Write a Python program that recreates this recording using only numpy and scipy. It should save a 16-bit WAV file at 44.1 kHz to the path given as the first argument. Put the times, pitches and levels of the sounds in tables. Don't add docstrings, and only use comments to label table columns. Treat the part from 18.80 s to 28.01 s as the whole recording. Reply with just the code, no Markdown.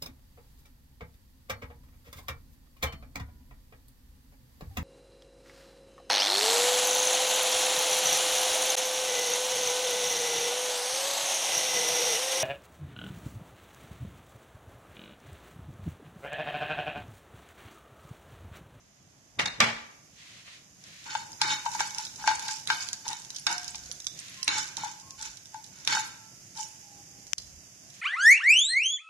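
import sys
import numpy as np
from scipy import signal
from scipy.fft import rfft, irfft
from scipy.io import wavfile
from scipy.ndimage import uniform_filter1d

SR = 44100
rng = np.random.default_rng(int(sys.argv[2]) if len(sys.argv) > 2 else 0)


def wav_out(sig):
    wavfile.write(sys.argv[1], SR, np.round(np.clip(np.atleast_2d(sig).T, -1, 1) * 32767).astype(np.int16))


def ratio_of_db(decibels):
    return 10 ** (np.asarray(decibels, float) / 20)


N = 406161


def rms_one(x):
    return x / np.sqrt(np.mean(x ** 2) + 1e-20)


def at_hz(points, hz):
    point_hz, value = np.transpose(points)
    return np.interp(np.log(hz + 1), np.log(point_hz), value)


def shape(points, size=2048):
    spectrum_db = at_hz(points, np.fft.rfftfreq(size, 1 / SR))
    cepstrum = irfft(np.log(ratio_of_db(spectrum_db)))
    cepstrum[1:size // 2] *= 2
    cepstrum[size // 2 + 1:] = 0
    return irfft(np.exp(rfft(cepstrum)))


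def through(x, response):
    return signal.oaconvolve(np.atleast_2d(x), np.atleast_2d(response), axes=1)[:, :N]


def band(x, low_hz, high_hz):
    return signal.sosfilt(signal.butter(2, [low_hz, high_hz], "band", fs=SR, output="sos"), x)


def level_in(x, low_hz, high_hz):
    return x / np.sqrt(np.mean(band(x, low_hz, high_hz) ** 2))


def drift(rate):
    r = np.exp(-80 * np.pi * rate / SR)
    noise = rng.standard_normal(N // 40 + 2002)
    slow = signal.lfilter([1], [1, -2 * r, r * r], noise)[2000:]
    return np.interp(np.arange(N) / 40, np.arange(len(slow)), rms_one(slow))


def grains(per_s, spread_db, channels=1):
    size_db = spread_db * np.minimum(rng.exponential(1, (channels, N)), 5)
    sizes = ratio_of_db(size_db) * rng.choice([-1, 1], (channels, N))
    return rms_one(sizes * (rng.random((channels, N)) < per_s / SR))


def gestures(start, length, db, attack_s, swell_db, release_s):
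    t, out = np.arange(N) / SR, np.full(N, -99.)
    for s, d, top in zip(start, length, db):
        a, b = max(int((s - attack_s) * SR), 0), int((s + d + release_s) * SR)
        corners_s = [s - attack_s, s, s + d, s + d + release_s]
        level = top + np.interp(t[a:b], corners_s, [-60, -swell_db, 0, -60])
        out[a:b] = np.maximum(out[a:b], level)
    return out


def body(modes, sides, soft_s=0.00018):
    t = np.arange(SR // 4)[:, None] / SR
    hz, db, t60 = np.transpose(modes)
    phases = sides * rng.uniform(-np.pi, np.pi, (2, 1, len(hz))) * np.clip(hz / 3000, 0, 1)
    contact = (1 - np.exp(-t / soft_s)) ** 2
    return np.sum(contact * ratio_of_db(db - 60 * t / t60) * np.sin(2 * np.pi * hz * t + phases), axis=2)


def ring_level(response):
    return np.sqrt(np.sum(response ** 2) / 2)


def struck(times, levels_db, modes, sides, scatter_db, soft_s):
    out, scatter = np.zeros((2, N)), rng.normal(0, scatter_db, (len(times), len(modes)))
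    for k, mode in enumerate(modes):
        clicks = np.zeros(N)
        clicks[(np.array(times) * SR).astype(int)] = ratio_of_db(levels_db + scatter[:, k])
        out += through(clicks, body([mode], sides, soft_s))
    return out


def scatter_in_bowl(x, echo_db, fade_s):
    t = np.arange(900) / SR
    echoes = band(grains(1800, 2.6, channels=2)[:, :900], 800, 18700)
    return x + through(x, echoes * ratio_of_db(echo_db) * np.exp(-t / fade_s))


# pitch_hz, fade_s (by 60 dB)
KITCHEN_FADE = [(200, 0.76), (2000, 0.62), (9000, 0.5)]


def kitchen(x):
    t, tail = np.arange(SR // 2) / SR, 0
    for hz in 125 * 2. ** np.arange(7):
        noise = band(rng.standard_normal((2, len(t))), hz / np.sqrt(2), hz * np.sqrt(2))
        tail = tail + noise * ratio_of_db(-60 * t / at_hz(KITCHEN_FADE, hz)) * np.clip(t / 0.0038, 0, 1)
    return through(x, tail / ring_level(tail))


# pitch_hz, level_db (per Hz)
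ROOM_TONE = [(15, -26), (25, -13), (69, -14.5), (107, -4), (197, -7), (224, -13.5), (279, -11.5),
             (450, -22), (680, -17.5), (845, -21.5), (4500, -26.5), (5850, -58.5)]


def room_hush():
    hush = through(rng.standard_normal((2, N)), shape(ROOM_TONE, size=8192))
    return band(level_in(hush, 530, 2120) * ratio_of_db(-70), 330, 5600)


def rumble():
    thuds = ratio_of_db(stroke_levels()[1] - 31) + ratio_of_db(rattle_levels()[0] - 24)
    low = rng.standard_normal(N) + 0.4 * rng.standard_normal((2, N))
    hum = rms_one(band(through(low, shape(ROOM_TONE, size=8192)), 68, 760))
    fizz_db = frying_level()
    steady = ratio_of_db(-68 + 0.33 * (fizz_db - fizz_db.mean()))
    return hum * (steady + uniform_filter1d(thuds, size=2000)) * ratio_of_db(5 + 2 * drift(8.2))


# start_s, length_s, level_db
HAND_SHIFTS = [(0.595, 0.39, -65.5), (2.9, .2, -72), (3.4, 0.14, -66), (4.91, .2, -64), (5.7, .15, -68),
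               (6.4, 0.11, -65), (8.595, 0.18, -60)]


def grip():
    db = gestures(*np.transpose(HAND_SHIFTS), attack_s=0.67, swell_db=3.4, release_s=0.43)
    shake = rng.standard_normal(N) + 0.48 * rng.standard_normal((2, N))
    shake = rms_one(band(band(shake, 39, 93), 39, 93))
    return shake * ratio_of_db(np.maximum(db, -81) + 2.5)


# start_s, end_s, pitch_hz, level_db
HORN_NOTES = [
    (5.56, 5.705, 1050, -56.5),
    (6.213, 6.374, 1078, -60),
    (8.014, 8.238, 819, -60),
    (8.24, 8.518, 810, -69),
]


def horn():
    t, out = np.arange(N) / SR, 0
    for start, end, hz, db in HORN_NOTES:
        swell = np.clip(np.minimum((t - start) / 0.027, (end - t) / 0.025), 0, 1)
        out = out + swell * ratio_of_db(db + 2 * drift(33)) * np.sin(2 * np.pi * hz * t)
    return out * ratio_of_db([[1.5], [-1.5]])


# start_s, length_s, level_db
SOFT_SLIDES = [(1.395, 0.2, -56.5), (1.673, 0.073, -54.5), (2.065, 0.17, -56.5), (5.396, 0.28, -54),
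               (9.157, .1, -62)]
# pitch_hz, level_db (per Hz)
SLIDE_TONE = [(590, -49), (1000, -8.5), (1250, -9.5), (1920, 0.5), (4080, -0.5), (9000, -15), (11700, -26),
              (19800, -120)]


def slides():
    db = gestures(*np.transpose(SOFT_SLIDES), attack_s=0.26, swell_db=0.51, release_s=0.4)
    hiss = level_in(through(grains(12000, 0.5, channels=2), shape(SLIDE_TONE)), 2000, 4900)
    return hiss * ratio_of_db(db + 2.5 + 0.37 * drift(25))


# start_s, length_s, body_db, edge_db
DISH_RATTLES = [(0.592, 0.0088, -24.5, -27), (0.597, 0.031, -30, -32), (0.657, 0.004, -31, -21.5),
                (0.671, 0.009, -33.5, -34), (0.803, 0.0039, -19.5, -14), (0.814, 0.032, -22.5, -25),
                (0.854, 0.048, -29.5, -46)]


def rattle_levels():
    s, length, body_db, edge_db = np.transpose(DISH_RATTLES)
    return (gestures(s, length, body_db, attack_s=0.0056, swell_db=-1.8, release_s=0.16),
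            gestures(s, length, edge_db, attack_s=0.0019, swell_db=-1.1, release_s=0.029))


# start_s, level_db (peak)
DISH_KNOCKS = [(0.588, -25), (0.5954, -10.5), (0.8029, -6.5), (0.808, -9.5), (0.845, -32), (1.6782, -37)]
# pitch_hz, level_db, fade_s (by 60 dB)
DISH_MODES = [(850, -4, 0.097), (1186, -24, 0.098), (1580, -7.5, 0.051), (1770, -5, 0.058),
              (1928, -2, 0.053), (2160, -8, 0.054), (2290, -2, 0.023), (2240, -8, 0.047),
              (2770, -4.5, 0.053), (3240, -15, 0.052), (4050, -5, 0.092)]
# pitch_hz, level_db (per Hz)
CLACK_TONE = [(88, -31), (150, -18.5), (496, -8), (1440, -5), (1800, -1), (2260, -7), (3070, -6.5),
              (3440, -11.5), (10300, -37), (14000, -46)]


def dish():
    body_db, edge_db = rattle_levels()
    modes, clack = body(DISH_MODES, sides=0.32), shape(CLACK_TONE)
    ring = through(grains(2100, 1.0) * ratio_of_db(body_db - 13.5), modes / ring_level(modes))
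    broad = level_in(through(grains(3000, 3.4, channels=2), clack), 490, 1480) * ratio_of_db(body_db - 9)
    edge = rms_one(band(grains(2700, 4.5, channels=2), 3400, 6430)) * ratio_of_db(edge_db - 7.0)
    s, db = np.transpose(DISH_KNOCKS)
    knocks = np.zeros(N)
    knocks[(s * SR).astype(int)] = ratio_of_db(db - 2.5)
    knocks = through(knocks, clack / np.max(np.abs(clack)))
    return ring + broad + edge + scatter_in_bowl(knocks, echo_db=-16.5, fade_s=0.014)


# start_s, level_db (peak), pitch_hz, fade_s (by 60 dB)
DISH_CLINKS = [(.591, -18, 3700, 0.017), (.5965, -24, 2057, 0.035), (.603, -17, 1950, 0.024),
               (.619, -26, 2120, .03), (.63, -24, 2220, 0.019), (.659, -17.5, 3720, 0.028),
               (.66, -24, 4700, .02), (.661, -26, 2270, 0.026), (0.658, -34, 6620, 0.055),
               (.672, -29.5, 3640, .03), (.677, -32, 2220, 0.044), (.679, -25, 4230, 0.023),
               (.682, -27, 3780, 0.034), (0.802, -30, 2950, .03), (0.805, -22, 3950, 0.041),
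               (0.804, -25, 4700, .03), (.805, -19, 1176, 0.064)]
# start_s, length_s, level_db
FOOT_BUZZES = [(.81, .034, -23)]
# pitch_hz, level_db, fade_s (by 60 dB)
BUZZ_MODES = [(2210, -1, .035), (2330, 0, .04), (1450, -12, .03), (3400, -9, .03)]


def clinks():
    out, t = np.zeros((2, N)), np.arange(2600) / SR
    phases = rng.uniform(-0.81, 1, (len(DISH_CLINKS), 2, 1))
    for (s, db, hz, t60), phase in zip(DISH_CLINKS, phases):
        fade = ratio_of_db(db - 60 * t / t60) * (1 - np.exp(-t / 0.00095))
        at = int(s * SR)
        out[:, at:at + len(t)] += fade * np.sin(2 * np.pi * hz * t + 1.5 * phase)
    buzz = rms_one(through(grains(4000, 1.2), body(BUZZ_MODES, sides=.7)))
    buzz_db = gestures(*np.transpose(FOOT_BUZZES), attack_s=.012, swell_db=0, release_s=.02)
    return out + buzz * ratio_of_db(buzz_db)


# start_s, pitch_hz, level_db, fade_s
RING_NOTES = [(.66, 3740, -45, .3), (.81, 228, -34, .5), (2.615, 3690, -43, .78), (3.9, 721, -53, 1.0),
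              (4.667, 721, -45, 1.1), (5.096, 510, -48, .055), (5.68, 1200, -55, 1.2),
              (7.15, 1346, -50, 1.1)]


def long_rings():
    out, t = np.zeros((2, N)), np.arange(SR) / SR
    edges = np.clip(np.minimum(t / 0.0027, (1 - t) / 0.33), 0, 1)
    for s, hz, db, t60 in RING_NOTES:
        at = int(s * SR)
        out[:, at:at + SR] += ratio_of_db(db - 60 * t / t60) * np.sin(2 * np.pi * hz * t) * edges
    return out * ratio_of_db(2 * drift(9.9))


# start_s, left_db (peak), right_db (peak)
PORT_HIT = (8.5331, -1.5, -24)


def seed_on_port():
    s, left_db, right_db = PORT_HIT
    t, out, tick = np.arange(300) / SR, np.zeros((2, N)), 0
    for hz, strength in [(5900, 1), (3100, 0.61), (12000, 0.11)]:
        tick = tick + strength * np.sin(2 * np.pi * hz * t)
    tick = band(tick * np.exp(-t / 0.00032), 1400, 9600)
    at = int(s * SR)
    out[:, at:at + len(t)] = tick / np.max(np.abs(tick)) * ratio_of_db([[left_db], [right_db]])
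    return out


# time_s, level_db
FRYING = [(0.0, -60.5), (1.13, -55.5), (1.9, -54.5), (3.02, -40.5), (3.6, -47.5), (5.41, -45.5),
          (5.82, -47.5), (6.5, -49), (8.03, -47), (9.21, -48.5)]


def frying_level():
    s, db = np.transpose(FRYING)
    return np.interp(np.arange(N) / SR, s, db)


# pitch_hz, level_db (per Hz)
FIZZ_TONE = [(880, -51.5), (1500, -13.5), (2870, -11), (3400, -15.5), (4200, -14.5), (4810, -4.5),
             (6620, 0), (8290, -16), (13000, -20.5), (13500, -71)]


def fizz():
    bubbles = rms_one(through(grains(9000, 2.7, channels=2), shape(FIZZ_TONE)))
    return bubbles * ratio_of_db(frying_level() - 6.5 + 0.23 * drift(17))


def swept_seeds():
    out, count, cycles = 0, 10, 13.0
    for hz in np.geomspace(2500, 11000, count):
        r = ratio_of_db(-60 * hz / cycles / SR)
        ticks = grains(1800 / count, 1.4, channels=2) * ratio_of_db(2.7 * drift(4.2))
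        ring = [1, 0, -1, 1, -2 * r * np.cos(2 * np.pi * hz / SR), r * r]
        rung = rms_one(signal.sosfilt([ring, ring], ticks + 1e-18))
        out = out + rung * ratio_of_db(at_hz(FIZZ_TONE, hz)) * hz ** 0.071
    return rms_one(out)


# start_s, level_db (peak),
# pitch_hz
LOUD_POPS = [(2.615, -9.5, 5540), (3.004, -16, 5900), (3.183, -16, 6130), (3.25, -24, 5000),
             (3.4741, -16, 6000), (3.681, -20, 4350), (3.709, -24, 6650), (3.873, -15, 4030),
             (3.902, -23, 5000), (4.0868, -19.5, 4500), (4.13, -14.5, 6020), (4.2795, -19.5, 6950),
             (4.3303, -20.5, 3930), (4.503, -23.5, 5300), (4.6666, -11, 5210), (4.7266, -17, 6370),
             (4.78, -21.5, 5700), (5.1136, -23, 5750), (5.267, -18.5, 6770), (5.629, -15.5, 6200),
             (5.679, -9, 4230), (5.78, -20, 7100), (5.968, -19, 6330), (6.3908, -39, 4760),
             (7.0739, -11, 3750), (7.7718, -28.5, 5750), (8.581, -21, 6500)]
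# start_s, level_db (peak)
SOFT_POPS = [(2.0385, -35), (2.518, -30.5), (2.916, -25), (3.071, -28), (3.1464, -24.5), (3.5942, -22),
             (3.654, -32), (3.771, -34), (4.024, -28), (4.546, -32), (4.8436, -26), (4.8782, -25),
             (4.9543, -24.5), (5.201, -26.5), (5.39, -25.5), (6.198, -33), (6.306, -28), (6.412, -26.5),
             (6.425, -26), (6.57, -33), (6.656, -36), (6.669, -40.5), (6.841, -35.5), (6.874, -41),
             (6.986, -38), (7.049, -25), (8.4677, -33.5)]
# start_s, level_db (peak)
MORE_SOFT_POPS = [(2.2408, -37), (2.2784, -42), (2.8536, -28), (3.106, -28), (3.3388, -41), (3.3583, -30),
                  (3.4585, -29), (3.7386, -30), (3.8544, -36), (4.2872, -21), (4.3879, -34), (4.4184, -32.5),
                  (4.448, -30.5), (4.5608, -26.5), (4.584, -27), (4.7957, -34), (4.81, -40), (4.8309, -30),
                  (4.9811, -32), (5.0345, -36), (5.0577, -33), (5.2443, -30), (5.3752, -33.5), (5.4817, -34),
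                  (5.542, -35), (5.5737, -37), (5.7444, -36), (6.0253, -49), (6.0477, -33), (6.4532, -29),
                  (6.7206, -46), (6.742, -35), (6.8633, -43), (7.0354, -44), (7.5921, -48), (7.752, -38),
                  (8.6193, -38.5), (9.1002, -38.5), (9.14, -39)]
# pitch_hz, level_db (per Hz)
POP_TONE = [(410, -38), (700, -28.5), (3090, -9.5), (4030, -11.5), (6330, -4.5), (8040, -39), (10300, -0.5),
            (13300, -97), (14200, -8)]


def pops():
    out, t = np.zeros((2, N)), np.arange(600) / SR
    click = shape(POP_TONE)[:600]
    click = click / np.max(np.abs(click))
    seeds = LOUD_POPS + [(s, db, 6390) for s, db in SOFT_POPS + MORE_SOFT_POPS]
    luck = rng.standard_normal((len(seeds), 5))
    spit_s = .0011 * np.exp(.5 * np.clip(luck[:, 2, None, None], -1, 2))
    lasting = t / spit_s
    spits = band(rng.standard_normal((len(seeds), 2, len(t))), 3890, 6620)
    spits = spits * (lasting * np.exp(1 - lasting)) ** 2
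    for (s, db, hz), (pan, tune, wait, tune_again, loss), spit in zip(seeds, luck, spits):
        ring = np.sin(2 * np.pi * hz * np.exp(0.066 * tune) * t) * np.exp(-t / 0.0015)
        pop = 0.55 * click + 0.55 * ring + .9 * spit
        side_db = np.array([[1], [-1]]) * (-5.5 + 2.2 * pan) / 2
        at = int((s + 0.00076) * SR)
        out[:, at:at + len(t)] += pop * ratio_of_db(db + side_db)
        at += int(0.014 * np.exp(.4 * wait) * SR)
        landing = np.sin(2 * np.pi * hz * np.exp(0.23 * tune_again) * t) * np.exp(-t / 0.0014)
        out[:, at:at + len(t)] += landing * ratio_of_db(db - 11.5 + 5.3 * loss)
    return scatter_in_bowl(out, echo_db=-25, fade_s=.006)


# start_s, ring_db (peak), crack_db (over ring), handle_db (over ring)
SPOON_TAPS = [(2.275, -29.5, -29, -19), (2.351, -12, -8.5, -8), (2.615, -20, 9, 5.5),
              (2.862, -9.5, -17, -19), (2.949, -19, -15, -10), (3.005, -7.5, -9.5, -8),
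              (3.19, -26.5, -23, -30), (3.4, -32, -7, -27), (3.44, -19, -25, -4), (3.476, -5.5, -8.5, -2.5),
              (3.513, -15.5, -27, -2), (3.687, -20, -5, -4), (3.901, -9.5, -2, 2), (4.265, -20, -40, -22),
              (4.315, -19, -11, -24), (4.668, -18, 9, 2), (4.946, -35, 6, -23), (5.266, -53.5, 20, 8),
              (5.678, -23, 11, -9), (5.73, -29, -10, 2), (5.978, -31, -24, -15), (6.035, -18, -23, -24),
              (6.744, -22, -26, -16), (7.075, -28, 15, -2), (7.124, -21, -4.5, 6.5),
              (7.17, -14.5, -17, 0.5)]
# pitch_hz, level_db, fade_s (by 60 dB)
SPOON_MODES = [(873.3, 0, 0.089), (894.3, 6, 0.041), (935, -1.5, 0.036)]
# pitch_hz, level_db, fade_s (by 60 dB)
HANDLE_MODES = [(1470, -2.5, 0.024), (1565, -4.5, 0.055)]
# pitch_hz, level_db, fade_s (by 60 dB)
PAN_MODES = [(1534, -5, 0.011), (1579, -2.5, 0.022), (1815, -8, 0.033), (2220, -8, 0.14),
             (2419, -0.5, 0.031), (2704, -8, 0.049), (3033, -3, 0.04), (3510, -9.5, 0.11),
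             (3740, -1, 0.059), (4090, 4, 0.018), (4450, -5, 0.083), (5210, 0.5, 0.027),
             (5750, -4.5, 0.054), (6650, -4.5, 0.064)]


def taps():
    s, db, crack_db, handle_db = np.transpose(SPOON_TAPS)
    out = struck(s, db - 15.5, SPOON_MODES, sides=0.33, scatter_db=5.5, soft_s=0.0016)
    out += struck(s, db + handle_db - 4.5, HANDLE_MODES, sides=0.72, scatter_db=0.0, soft_s=0.00056)
    out += struck(s, db + crack_db - 16.5, PAN_MODES[2:], sides=0.69, scatter_db=4.5, soft_s=0.000071)
    t = np.arange(1500) / SR
    for at, level in zip((s * SR).astype(int), ratio_of_db(db + crack_db - 2.5)):
        crack = rng.standard_normal((2, len(t))) * np.exp(-t / 0.004)
        out[:, at:at + len(t)] += level * band(crack, 1020, 3460)
    return out


# start_s, length_s, drag_db (on its low modes), rasp_db (on steel), swept_db (seeds)
SPOON_STROKES = [(2.26, 0.11, -38, -43.5, -45), (2.616, 0.091, -27.5, -32, -37.5),
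                 (2.85, 0.0082, -20, -46, -43.5), (2.923, 0.034, -32.5, -44, -39),
                 (2.992, 0.0083, -24.5, -34.5, -36), (3.157, 0.045, -37, -46, -41.5),
                 (3.389, 0.067, -32.5, -49, -43.5), (3.472, 0.015, -23.5, -31.5, -32.5),
                 (3.568, 0.14, -38.5, -47, -36.5), (3.698, 0.014, -50, -46.5, -33.5),
                 (3.89, 0.024, -28, -34.5, -37), (3.938, 0.088, -58, -46.5, -37.5),
                 (4.251, 0.067, -30, -45.5, -42), (4.52, 0.038, -86, -57.5, -44),
                 (4.676, 0.031, -25, -36, -39.5), (4.803, 0.085, -63, -56.5, -45.5),
                 (4.998, 0.14, -78, -59.5, -55), (5.687, 0.033, -41, -34.5, -48),
                 (5.725, 0.061, -30, -35, -34.5), (5.974, 0.091, -35.5, -44.5, -42.5),
                 (6.388, 0.072, -46, -49, -41), (6.736, 0.0087, -33.5, -54.5, -52),
                 (6.93, 0.16, -75, -57, -53), (7.08, 0.072, -34, -29.5, -34),
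                 (7.122, 0.043, -25.5, -34.5, -38), (7.149, 0.025, -22.5, -38, -41),
                 (7.761, 0.033, -33, -51.5, -39)]


def stroke_levels():
    s, length, drag_db, rasp_db, swept_db = np.transpose(SPOON_STROKES)
    return (gestures(s, length, drag_db, attack_s=0.031, swell_db=9.4, release_s=0.13),
            gestures(s, length, rasp_db, attack_s=0.056, swell_db=4.5, release_s=0.29),
            gestures(s, length, swept_db, attack_s=0.047, swell_db=8.3, release_s=0.42))


# pitch_hz, level_db (per Hz)
RASP_TONE = [(180, -62), (300, -8.5), (715, -30.5), (910, -1.5), (1160, -8.5), (1600, -8), (1760, -5.5),
             (6580, -15), (10800, -43), (14000, -74)]


def stirring():
    drag_db, rasp_db, swept_db = stroke_levels()
    spoon = body(SPOON_MODES, sides=0.69, soft_s=0.0034)
    handle = body(HANDLE_MODES, sides=2.1, soft_s=0.00061)
    pan = body(PAN_MODES, sides=1.0)
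    slips = grains(2200, 1.13) * ratio_of_db(drag_db - 8.0 + 2.75 * drift(25))
    drag = through(slips, spoon / ring_level(spoon))
    slips = grains(2500, 1.5) * ratio_of_db(rasp_db - 4.5 + 2 * drift(10))
    drag += through(slips, handle / ring_level(handle))
    rub = grains(3000, 1.7) * ratio_of_db(rasp_db - 2.0 + 3.3 * drift(45)) / ring_level(pan)
    sung = 0
    for k in range(5):
        sung = sung + through(rub * ratio_of_db(2.5 * drift(14)), body(PAN_MODES[k::5], sides=0.77))
    rasp = level_in(through(grains(5000, 2.1, channels=2), shape(RASP_TONE)), 1600, 4200)
    rasp = rasp * ratio_of_db(rasp_db - 5.5 + 2.5 * drift(30))
    swept = swept_seeds() * ratio_of_db(swept_db - 2 + 2.5 * drift(30))
    return drag + sung + rasp + swept


# pitch_hz, left_over_right_db
PAN_BALANCE = [(60, -25), (230, 2), (910, 1.5), (3530, 1), (13700, -16.5)]


def scene():
    lean = [shape([(hz, side * db / 2) for hz, db in PAN_BALANCE], size=256) for side in (1, -1)]
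    pan = through(stirring() + taps() + fizz(), lean) + pops()
    pan[0] = np.roll(pan[0], 5)
    counter = dish() + clinks()
    wet = kitchen(ratio_of_db(-12) * (pan + counter))
    room = room_hush() + rumble() + grip()
    return pan + counter + wet + long_rings() + slides() + room + horn() + seed_on_port()


# pitch_hz, level_db
MUTE_BELOW = [(500, -24), (1500, -15), (2600, -4.5), (4200, -3.2), (5700, -6), (13000, -3.2)]


def suppress(x, depth_db):
    hz, _, cells = signal.stft(x, SR, nperseg=1024)
    power = np.abs(cells.sum(axis=0)) ** 2
    around = uniform_filter1d(power, size=36, axis=0)
    patch = uniform_filter1d(uniform_filter1d(power, size=4, axis=0), size=3, axis=1)
    limit = uniform_filter1d(around, size=3, axis=1) * ratio_of_db(2 * at_hz(MUTE_BELOW, hz))[:, None]
    weak = patch < limit
    total = power.sum(axis=0)
    after_blow = np.roll(total, 2) + np.roll(total, 3) > 5 * total
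    faint = uniform_filter1d(power, size=6, axis=0) < .45 * around
    weak |= after_blow & faint & (hz > 2500)[:, None]
    steady = around < 1.6 * uniform_filter1d(around, size=9, axis=1)
    return signal.istft(cells * ratio_of_db(depth_db * (weak & steady)), SR, nperseg=1024)[1][:, :N]


def band_limit(x):
    return signal.sosfilt(signal.butter(12, 14320, fs=SR, output="sos"), x)


def record(dry):
    since = np.arange(N) / SR - PORT_HIT[0] - .003
    duck_db = np.clip(since / .002, 0, 1) * (6 + 12 * np.exp(-np.abs(since) / .008)) * (since < .043)
    gain = ratio_of_db(-uniform_filter1d(duck_db, size=60))
    taken = 0.91 * np.tanh(dry * gain / 0.83)
    taken = signal.sosfilt(signal.cheby2(7, 27, 13800, fs=SR, output="sos"), taken)
    return band_limit(suppress(taken, depth_db=-22))


dry = scene()
out = record(dry)
wav_out(out)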